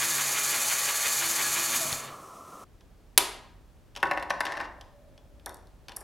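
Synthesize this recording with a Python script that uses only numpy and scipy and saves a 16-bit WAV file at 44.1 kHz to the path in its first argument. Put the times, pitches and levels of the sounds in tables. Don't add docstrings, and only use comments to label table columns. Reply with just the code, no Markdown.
import sys
import numpy as np
from scipy import signal
from scipy.fft import rfft, irfft, next_fast_len
from scipy.io import wavfile
from scipy.ndimage import map_coordinates

SR = 44100
rng = np.random.default_rng(int(sys.argv[2]) if len(sys.argv) > 2 else 0)


def bounce(signal):
    frames = np.transpose(np.atleast_2d(signal))
    limited = np.clip(frames, -1, 1)
    pcm = np.round(limited * 32767).astype(np.int16)
    wavfile.write(sys.argv[1], SR, pcm)


N = 265967


def amp(db):
    return 10 ** (np.asarray(db) / 20)


def unit(x):
    return x / np.sqrt(np.mean(x ** 2) + 1e-20)


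def burst(x):
    return x / np.sqrt(np.sum(x ** 2) / (SR / 100) + 1e-20)


def along(points, hz):
    f, v = np.transpose(points)
    return np.interp(np.log(hz + 1), np.log(f + 1), v)


def clock():
    return np.arange(N) / SR


def curves(rows):
    s, *columns = np.transpose(rows)
    return [np.interp(clock(), s, column) for column in columns]


def wobble(rate):
    knots = rng.standard_normal(int(N * rate / SR) + 4)
    return map_coordinates(knots, [np.arange(N) * rate / SR])


def coloured(x, spectrum, size=4096):
    gain = amp(along(spectrum, np.fft.rfftfreq(size, 1 / SR)))
    cepstrum = irfft(np.log(gain + 1e-6))
    cepstrum[1:size // 2] *= 2
    cepstrum[size // 2 + 1:] = 0
    response = irfft(np.exp(rfft(cepstrum)))
    return signal.fftconvolve(x, response)[:len(x)]


def band(x, lo_hz, hi_hz, order=3):
    edges = [lo_hz, min(hi_hz, SR / 2 - 1)]
    return signal.sosfilt(signal.butter(order, edges, "band", fs=SR, output="sos"), x)


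def ringing(peaks, scatter_db):
    t = np.arange(SR // 4) / SR
    out = np.zeros(len(t))
    for k, (hz, width, db) in enumerate(peaks):
        level = (-1) ** k * width * amp(db + scatter_db * rng.normal())
        out += level * np.exp(-np.pi * width * t) * np.sin(2 * np.pi * hz * t)
    return out


def impacts(rate, spread_db):
    struck = rng.random(N) < rate / SR
    sign = rng.choice([-1, 1], N)
    return unit(struck * sign * amp(spread_db * rng.standard_normal(N)))


def crackle(length_s, count=3):
    t = np.arange(SR // 4) / SR
    x = rng.standard_normal(len(t)) * amp(-60 * t / length_s)
    for _ in range(count):
        z = rfft(x)
        x = irfft(z / (np.abs(z) + 1e-9), len(t)) * np.exp(-(t / length_s) ** 2)
    return x


def tone(hz, waver_hz):
    return unit(np.sin(2 * np.pi * np.cumsum(hz + waver_hz * wobble(21.85)) / SR))


def add(track, s, x):
    part = track[round(s * SR):][:len(x)]
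    part += x[:len(part)]


RUSH_END = 2.645
FLOOR_DB = -55
# frequency in Hz, relative level in dB per Hz.
FLOOR_COLOUR = [(15, -27.5), (42, -5), (59, -8.5), (160, -20.5), (300, -24), (580, -30), (1950, -41),
                (15800, -54)]


def floor():
    mid, side = (unit(coloured(rng.standard_normal(N), FLOOR_COLOUR)) for _ in range(2))
    level = amp(FLOOR_DB) * np.clip((clock() - RUSH_END) / 0.011 + 1, 0, 1)
    return level * (mid + amp(-8.0) * np.array([side, -side]))


# frequency in Hz, time to fall 60 dB in seconds.
ROOM_DECAY = [(150, 0.69), (1000, 0.68), (2700, 0.54), (5500, .47), (8000, 0.392), (12000, 0.3)]
# frequency in Hz, relative level in dB.
ROOM_LEVEL = [(150, 3), (330, 2), (700, -1.5), (1000, -2.5), (2500, -8.5), (5000, -10.5), (10000, -12),
              (15000, -21)]
# frequency in Hz, width in Hz, relative level in dB.
ROOM_TONES = [(290, 6, -9), (340, 5, -5), (590, 10, -10), (764, 7, -6), (971, 8, -9), (1104, 9, -11),
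              (1766, 12, -15)]


def echo(x):
    hz, t, z = signal.stft(rng.standard_normal(SR * 3 // 4), SR, nperseg=256)
    t60 = along(ROOM_DECAY, hz)[:, None]
    shape = amp(-60 * t / t60) * (1 - np.exp(-t / 0.0051))
    shape *= amp(along(ROOM_LEVEL, hz))[:, None] / np.sqrt(np.mean(shape ** 2, axis=1, keepdims=True))
    tail = signal.istft(z * shape, SR, nperseg=256)[1]
    tail /= np.sqrt(len(tail))
    add(tail, .005, amp(14) * 2 * np.pi / SR * ringing(ROOM_TONES, scatter_db=2.5))
    return signal.fftconvolve(x, tail)[:N]


# time in seconds, level in dB before its slight wobble.
RUSH_LEVEL = [(1.2, -47), (1.8, -43), (2.25, -45.5), (2.64, -46.5)]
# frequency in Hz, relative level in dB per Hz.
RUSH_COLOUR = [(30, -17), (85, -9), (450, -8.5), (680, -6), (900, -13.5), (1020, -2), (1340, -1),
               (1490, -22), (4600, -28.5), (5800, -23), (10000, -26), (15500, -33.5)]


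def rush():
    noise = unit(coloured(rng.standard_normal(N), RUSH_COLOUR))
    level_db = curves(RUSH_LEVEL)[0] + 0.92 * wobble(22.1)
    return noise * amp(level_db) * np.clip((RUSH_END - clock()) / 0.0076, 0, 1)


MOTOR_HUM_HZ, GEAR_HUM_HZ, IDLER_HUM_HZ = 140, 339.5, 242.5
IDLER_HUM_DB = -2.5
# time in seconds, motor hum in dB, gear hum in dB.
HUM_LEVEL = [(0, -53.5, -58), (.45, -57.5, -63), (.55, -63.5, -54), (1, -63.5, -77), (1.3, -59.5, -51),
             (1.8, -54.5, -55), (2.15, -62.5, -67)]


def hum():
    motor_db, gear_db = curves(HUM_LEVEL)
    lines = (MOTOR_HUM_HZ, motor_db), (IDLER_HUM_HZ, motor_db + IDLER_HUM_DB), (GEAR_HUM_HZ, gear_db)
    return sum(tone(hz, waver_hz=1.8) * amp(db + 3.3 * wobble(11.9)) for hz, db in lines)


SHAFT_HZ, MOTOR_HZ = 5.82, 29.7
TIGHT_S, TIGHT_DB, TIGHT_NARROW = .03, 6.2, 3.6
UNLOADED_S = 2.1
RIPPLE_S, RIPPLE_DB = 0.105, 1.42
WHINE_DB = -4.5
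# time in seconds, clatter in dB, tooth sizzle in dB.
DRIVE_LEVEL = [(0, -34, -29), (1.75, -34.5, -29), (1.95, -41.5, -34), (2.05, -46, -47.5), (2.2, -55, -72)]
# frequency in Hz, relative level in dB per Hz.
TOOTH_COLOUR = [(70, -29), (190, -31), (480, -14.5), (900, -8.5), (1130, -6.5), (2300, -2), (2700, -5.5),
                (4600, -2), (5350, -6), (6400, 3), (7700, -1.5), (10000, -3.5), (11300, -1), (15800, -13)]
# frequency in Hz, width in Hz, relative level in dB.
TRAIN_MODES = [(1141, 24, -0.5), (2417, 35, 0), (2967, 89, -0.5), (3614, 110, -5.5), (4370, 220, -0.5),
               (6830, 570, 2), (10950, 350, 0.5)]
# frequency in Hz, level in dB relative to the other tones.
MESH_TONES = [(410, -62), (565, -56.5), (660, -56), (839.8, -53), (1157, -48.5), (1270, -55.5),
              (1696, -46.5), (1836, -51), (2180, -53), (2401, -48.5), (2498, -50), (3591, -49.5),
              (4317, -47), (4495, -54.5), (7316, -46), (12218, -60)]


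def gears():
    t = clock()
    clatter_db, sizzle_db = curves(DRIVE_LEVEL)
    binding = np.exp(TIGHT_NARROW * (np.cos(2 * np.pi * SHAFT_HZ * (t - TIGHT_S)) - 1))
    load_db = TIGHT_DB * (binding * (t < UNLOADED_S) - binding.mean())
    ripple_db = RIPPLE_DB * np.cos(3 * 2 * np.pi * SHAFT_HZ * (t - RIPPLE_S))
    flutter = np.cos(2 * np.pi * MOTOR_HZ * (t - .017))

    teeth = unit(coloured(impacts(rate=9000, spread_db=1.5), TOOTH_COLOUR))
    train_ring = ringing(TRAIN_MODES, scatter_db=1)
    train = unit(signal.fftconvolve(impacts(rate=3000, spread_db=4.0), train_ring)[:N])
    body = teeth + amp(-5.5) * train

    clatter = unit(band(body, 71, 3480)) * amp(clatter_db + load_db + .5 * flutter)
    sizzle_db = sizzle_db + ripple_db + 0.37 * flutter + 0.7 * wobble(24.94)
    sizzle = unit(band(body, 2830, 26000)) * amp(sizzle_db)
    whine = np.zeros(N)
    for hz, db in MESH_TONES:
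        whine += amp(db + 3.3 * wobble(33.97)) * tone(hz, waver_hz=min(0.00606 * hz, 12))
    return clatter + sizzle + unit(whine) * amp(clatter_db + WHINE_DB)


# time in seconds, pitch in Hz, level in dB.
GROAN = [(1.79, 704, -60), (1.815, 678, -39), (1.86, 613, -41.5), (1.88, 605, -56), (1.903, 661, -47),
         (1.94, 640, -55), (2.02, 554, -62)]


def run_down():
    hz, db = curves(GROAN)
    voice = unit(np.sin(2 * np.pi * np.cumsum(hz + 10 * wobble(69.9)) / SR))
    groan = voice * amp(db + 3.2 * wobble(50.33))
    t = np.maximum(clock() - 1.925, 0)
    bump = amp(-36.5) * np.sin(2 * np.pi * 115 * t) * amp(-60 * t / 0.075)
    return groan * (clock() > GROAN[0][0]) * (clock() < GROAN[-1][0]) + bump


GRIP_DETUNE = 0.0082
# frequency in Hz, width in Hz, relative level in dB.
FRAME_MODES = [(331, 96, -11.5), (590, 50, -3.5), (773, 53, -4.5), (977, 90, -6), (1114, 68, -3),
               (1500, 88, -3), (1808, 56, 3), (2160, 120, -13), (2714, 140, -8.5)]
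# frequency in Hz, relative level in dB per Hz.
KNOCK_COLOUR = [(130, -38.5), (260, -19.5), (580, -12), (800, -1), (1350, -7.5), (1850, -2), (2350, -11.5),
                (3300, -24), (5000, -22.5), (15000, -53)]


def knock():
    thump = burst(coloured(crackle(length_s=0.027), KNOCK_COLOUR))
    modes = np.array(FRAME_MODES) * [1 + GRIP_DETUNE * rng.normal(), 1, 1]
    ring = signal.fftconvolve(crackle(length_s=0.0084), ringing(modes, scatter_db=0.0))
    frame = burst(ring[:SR // 4])
    return burst(band(frame + amp(-1) * thump, 130, 3400))


# frequency in Hz, relative level in dB per Hz.
THUD_COLOUR = [(90, -22), (300, -7.5), (850, 2), (1300, -5.5), (1780, -1.5), (2400, -19.5), (6000, -42)]


def thud():
    return burst(coloured(crackle(length_s=0.082), THUD_COLOUR))


# frequency in Hz, relative level in dB, time to fall 60 dB in seconds.
GEAR_MODES = [(3690, -3, 0.019), (4345, -3.5, 0.013), (5730, -2, 0.011), (8840, 1, 0.018),
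              (10214, 2.5, 0.009), (11300, 1, 0.012)]


def click(click_db, tick_db, ring_db, length_s, lo_hz):
    t = np.arange(SR // 4) / SR
    ring = np.zeros(len(t))
    for hz, db, t60 in GEAR_MODES:
        uneven_db = 2.5 * rng.standard_normal()
        ring += amp(db + uneven_db - 60 * t / t60) * np.sin(2 * np.pi * hz * t)
    touch = amp(ring_db) * burst(ring) + burst(crackle(length_s, count=0))
    low_click = burst(band(touch, lo_hz, 5700, order=4))
    high_tick = burst(band(touch, 7600, 12500, order=2))
    return amp(click_db) * low_click + amp(tick_db) * high_tick


SLIP_RING_DB = -11
RATTLE_KNOCK_DB, RATTLE_TICK_DB = 3, -12.5
# start in seconds, click level in dB.
RATTLE = [(4.054, -53), (4.07, -54), (4.134, -53), (4.197, -52), (4.2987, -48), (4.612, -49.5)]


def rattle():
    out = np.zeros(N)
    for s, db in RATTLE:
        tick = click(db, db + RATTLE_TICK_DB, SLIP_RING_DB, length_s=0.019, lo_hz=2500)
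        add(out, s, amp(db + RATTLE_KNOCK_DB) * knock() + tick)
    return out


CREAK_THUD_DB, CREAK_TICK_DB = -5.5, -17
# start in seconds, reference level in dB.
CREAKS = [(2.808, -61), (3.9518, -50), (3.9627, -38.5), (3.971, -42), (3.975, -45), (4.003, -54),
          (4.811, -47.5), (5.178, -57), (5.397, -62), (5.8833, -42), (5.8931, -46), (5.919, -48)]
# frequency in Hz, width in Hz, relative level in dB.
JOINT_MODES = [(3050, 700, 4.5), (3387, 27, 3.5), (5550, 500, -14)]


def creaks():
    out = np.zeros(N)
    for s, db in CREAKS:
        ring = signal.fftconvolve(crackle(length_s=0.027), ringing(JOINT_MODES, scatter_db=3))
        ring = burst(ring[:SR // 4])
        crunch = click(db - 4.5, db + CREAK_TICK_DB, ring_db=-12.5, length_s=0.022, lo_hz=2190)
        add(out, s, amp(db) * (amp(CREAK_THUD_DB) * thud() + amp(-5) * ring) + crunch)
    return out


THUD_LAG_S = 0.00278
FREE_S = 5.95
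# start in seconds, click in dB, tick in dB, thud in dB.
GEAR_HITS = [(1.9273, -33, -40, -42.5), (5.4604, -43.5, -40.5, -37.5), (5.4938, -54, -50.5, -47),
             (5.5438, -59, -52, -68), (5.569, -72, -64, -73), (5.671, -67, -72, -72),
             (5.9638, -50, -43, -50), (5.9678, -50, -36, -50.5), (6.007, -60.5, -52, -52),
             (6.012, -67, -55, -53)]


def gear_hits():
    out = np.zeros(N)
    for s, click_db, tick_db, thud_db in GEAR_HITS:
        lo_hz = 4700 if s > FREE_S else 3300
        add(out, s, click(click_db, tick_db, ring_db=-3.5, length_s=0.011, lo_hz=lo_hz))
        add(out, s + THUD_LAG_S, amp(thud_db) * thud())
    return out


SCRAPE_DB, SCRAPE_LO_HZ, SCRAPE_HI_HZ = -9, 2000, 5640
SCRAPE_GROWS = 4.7
# time in seconds, level in dB.
GRIND_LEVEL = [(4.021, -79), (4.05, -51), (4.2, -46), (4.28, -58), (4.35, -47), (4.43, -54), (4.46, -36),
               (4.5, -39), (4.655, -41), (4.7, -86)]
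# time in seconds, level in dB.
SLIDE_LEVEL = [(4.8, -65), (5.5, -69), (6.03, -83)]


def axle():
    t = clock()
    forced = (t > GRIND_LEVEL[0][0]) & (t < GRIND_LEVEL[-1][0])
    grind_db, = curves(GRIND_LEVEL)
    steps = impacts(rate=650, spread_db=2.5)
    frame = unit(signal.fftconvolve(steps, ringing(FRAME_MODES, scatter_db=-6.5))[:N])
    grind = unit(unit(coloured(steps, KNOCK_COLOUR)) + amp(-3.5) * frame) * amp(grind_db)

    rasp_db = SCRAPE_DB + grind_db.max() + SCRAPE_GROWS * (grind_db - grind_db.max())
    grains = impacts(rate=1500, spread_db=4)
    rasp = unit(band(grains, SCRAPE_LO_HZ, SCRAPE_HI_HZ, order=2)) * amp(rasp_db)

    slide = unit(band(rng.standard_normal(N), 560, 632, order=2)) * amp(2.6 * wobble(8.3))
    slide *= np.interp(t, [4.6, 4.75], [0, 1]) * amp(curves(SLIDE_LEVEL)[0])
    return (grind + rasp) * forced + slide


REBOUND_S, REBOUND_DB = 0.0058, -5.5
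# start in seconds, knock in dB, click in dB, tick in dB.
SLIPS = [(4.0286, -19.5, -41, -45.5), (4.1118, -23.5, -43.5, -50.5), (4.1741, -29.5, -49, -59),
         (4.2255, -35.5, -47.5, -55), (4.304, -23, -36.5, -47), (4.4051, -24.5, -37.5, -42.5),
         (4.4528, -35, -40, -48.5), (4.467, -36, -42.5, -64), (4.5214, -35.5, -44.5, -56),
         (4.571, -35, -48.5, -60), (4.6017, -32.5, -50, -63)]


def slips():
    out = np.zeros(N)
    for s, knock_db, click_db, tick_db in SLIPS:
        for at, db in (s, 0), (s + REBOUND_S, REBOUND_DB):
            tick = click(click_db, tick_db + db, SLIP_RING_DB, length_s=0.0185, lo_hz=2200)
            add(out, at, amp(db) * (amp(knock_db) * knock() + tick))
    return out


SNAP_RING_DB = -15
JOLT_HZ, JOLT_DB, JOLT_T60_S = 66, -44, 0.8
# start in seconds, level of the crack in dB.
SNAP_STAGES = [(3.177, -10.5), (3.1804, -17)]
# frequency in Hz, relative level in dB per Hz.
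CRACK_COLOUR = [(60, -24), (170, -20), (235, -8.5), (600, -8), (850, -8), (1400, -3), (2300, -1), (4600, 0),
                (5600, -4.5), (7400, -3.5), (10500, 3), (13300, -1), (16000, -15)]
# frequency in Hz, width in Hz, relative level in dB.
SNAP_MODES = [(770, 29, -3.5), (1052, 45, -2), (1390, 55, -1.5), (3050, 350, -5)]


def snap():
    out = np.zeros(N)
    for s, db in SNAP_STAGES:
        burst_noise = crackle(length_s=0.022)
        low = signal.filtfilt(*signal.butter(2, 5500, fs=SR), burst_noise)
        high = (burst_noise - low) * amp(-60 * np.arange(len(burst_noise)) / SR / 0.067)
        crack = burst(coloured(low + high, CRACK_COLOUR))
        ring = burst(ringing(SNAP_MODES, scatter_db=-5.0))
        add(out, s, amp(db) * (crack + amp(SNAP_RING_DB) * ring))
        boom = np.sin(2 * np.pi * JOLT_HZ * clock() + .5 * wobble(20))
        add(out, s, amp(db + JOLT_DB - 60 * clock() / JOLT_T60_S) * boom)
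    return out


def scene():
    running = np.interp(clock(), [2.05, 2.25], [1, 0])
    drive = running * gears() + run_down()
    hand = snap() + slips() + creaks() + gear_hits() + axle() + rattle()
    lead = .14 * np.gradient(hand)
    glance = amp(-16.5) * band(hand, 1000, 3200, order=2)
    side = amp(-12.5) * echo(hand) + lead + glance
    centre = drive + amp(-5.0) * echo(drive) + running * hum() + rush()
    hands = (hand + echo(hand)) * amp([[.15], [-.15]])  # dB, a touch to the left
    return centre + hands + np.array([side, -side]) + floor()


TOP_HZ = 16050


def record(dry):
    held = dry / (1 + np.abs(dry / .88) ** 6) ** (1 / 6)
    size = next_fast_len(N + SR // 2)
    low_pass = 1 / np.sqrt(1 + (np.fft.rfftfreq(size, 1 / SR) / TOP_HZ) ** 160)
    return irfft(rfft(held, size) * low_pass, size)[:, :N]


dry = scene()
out = record(dry)
bounce(out)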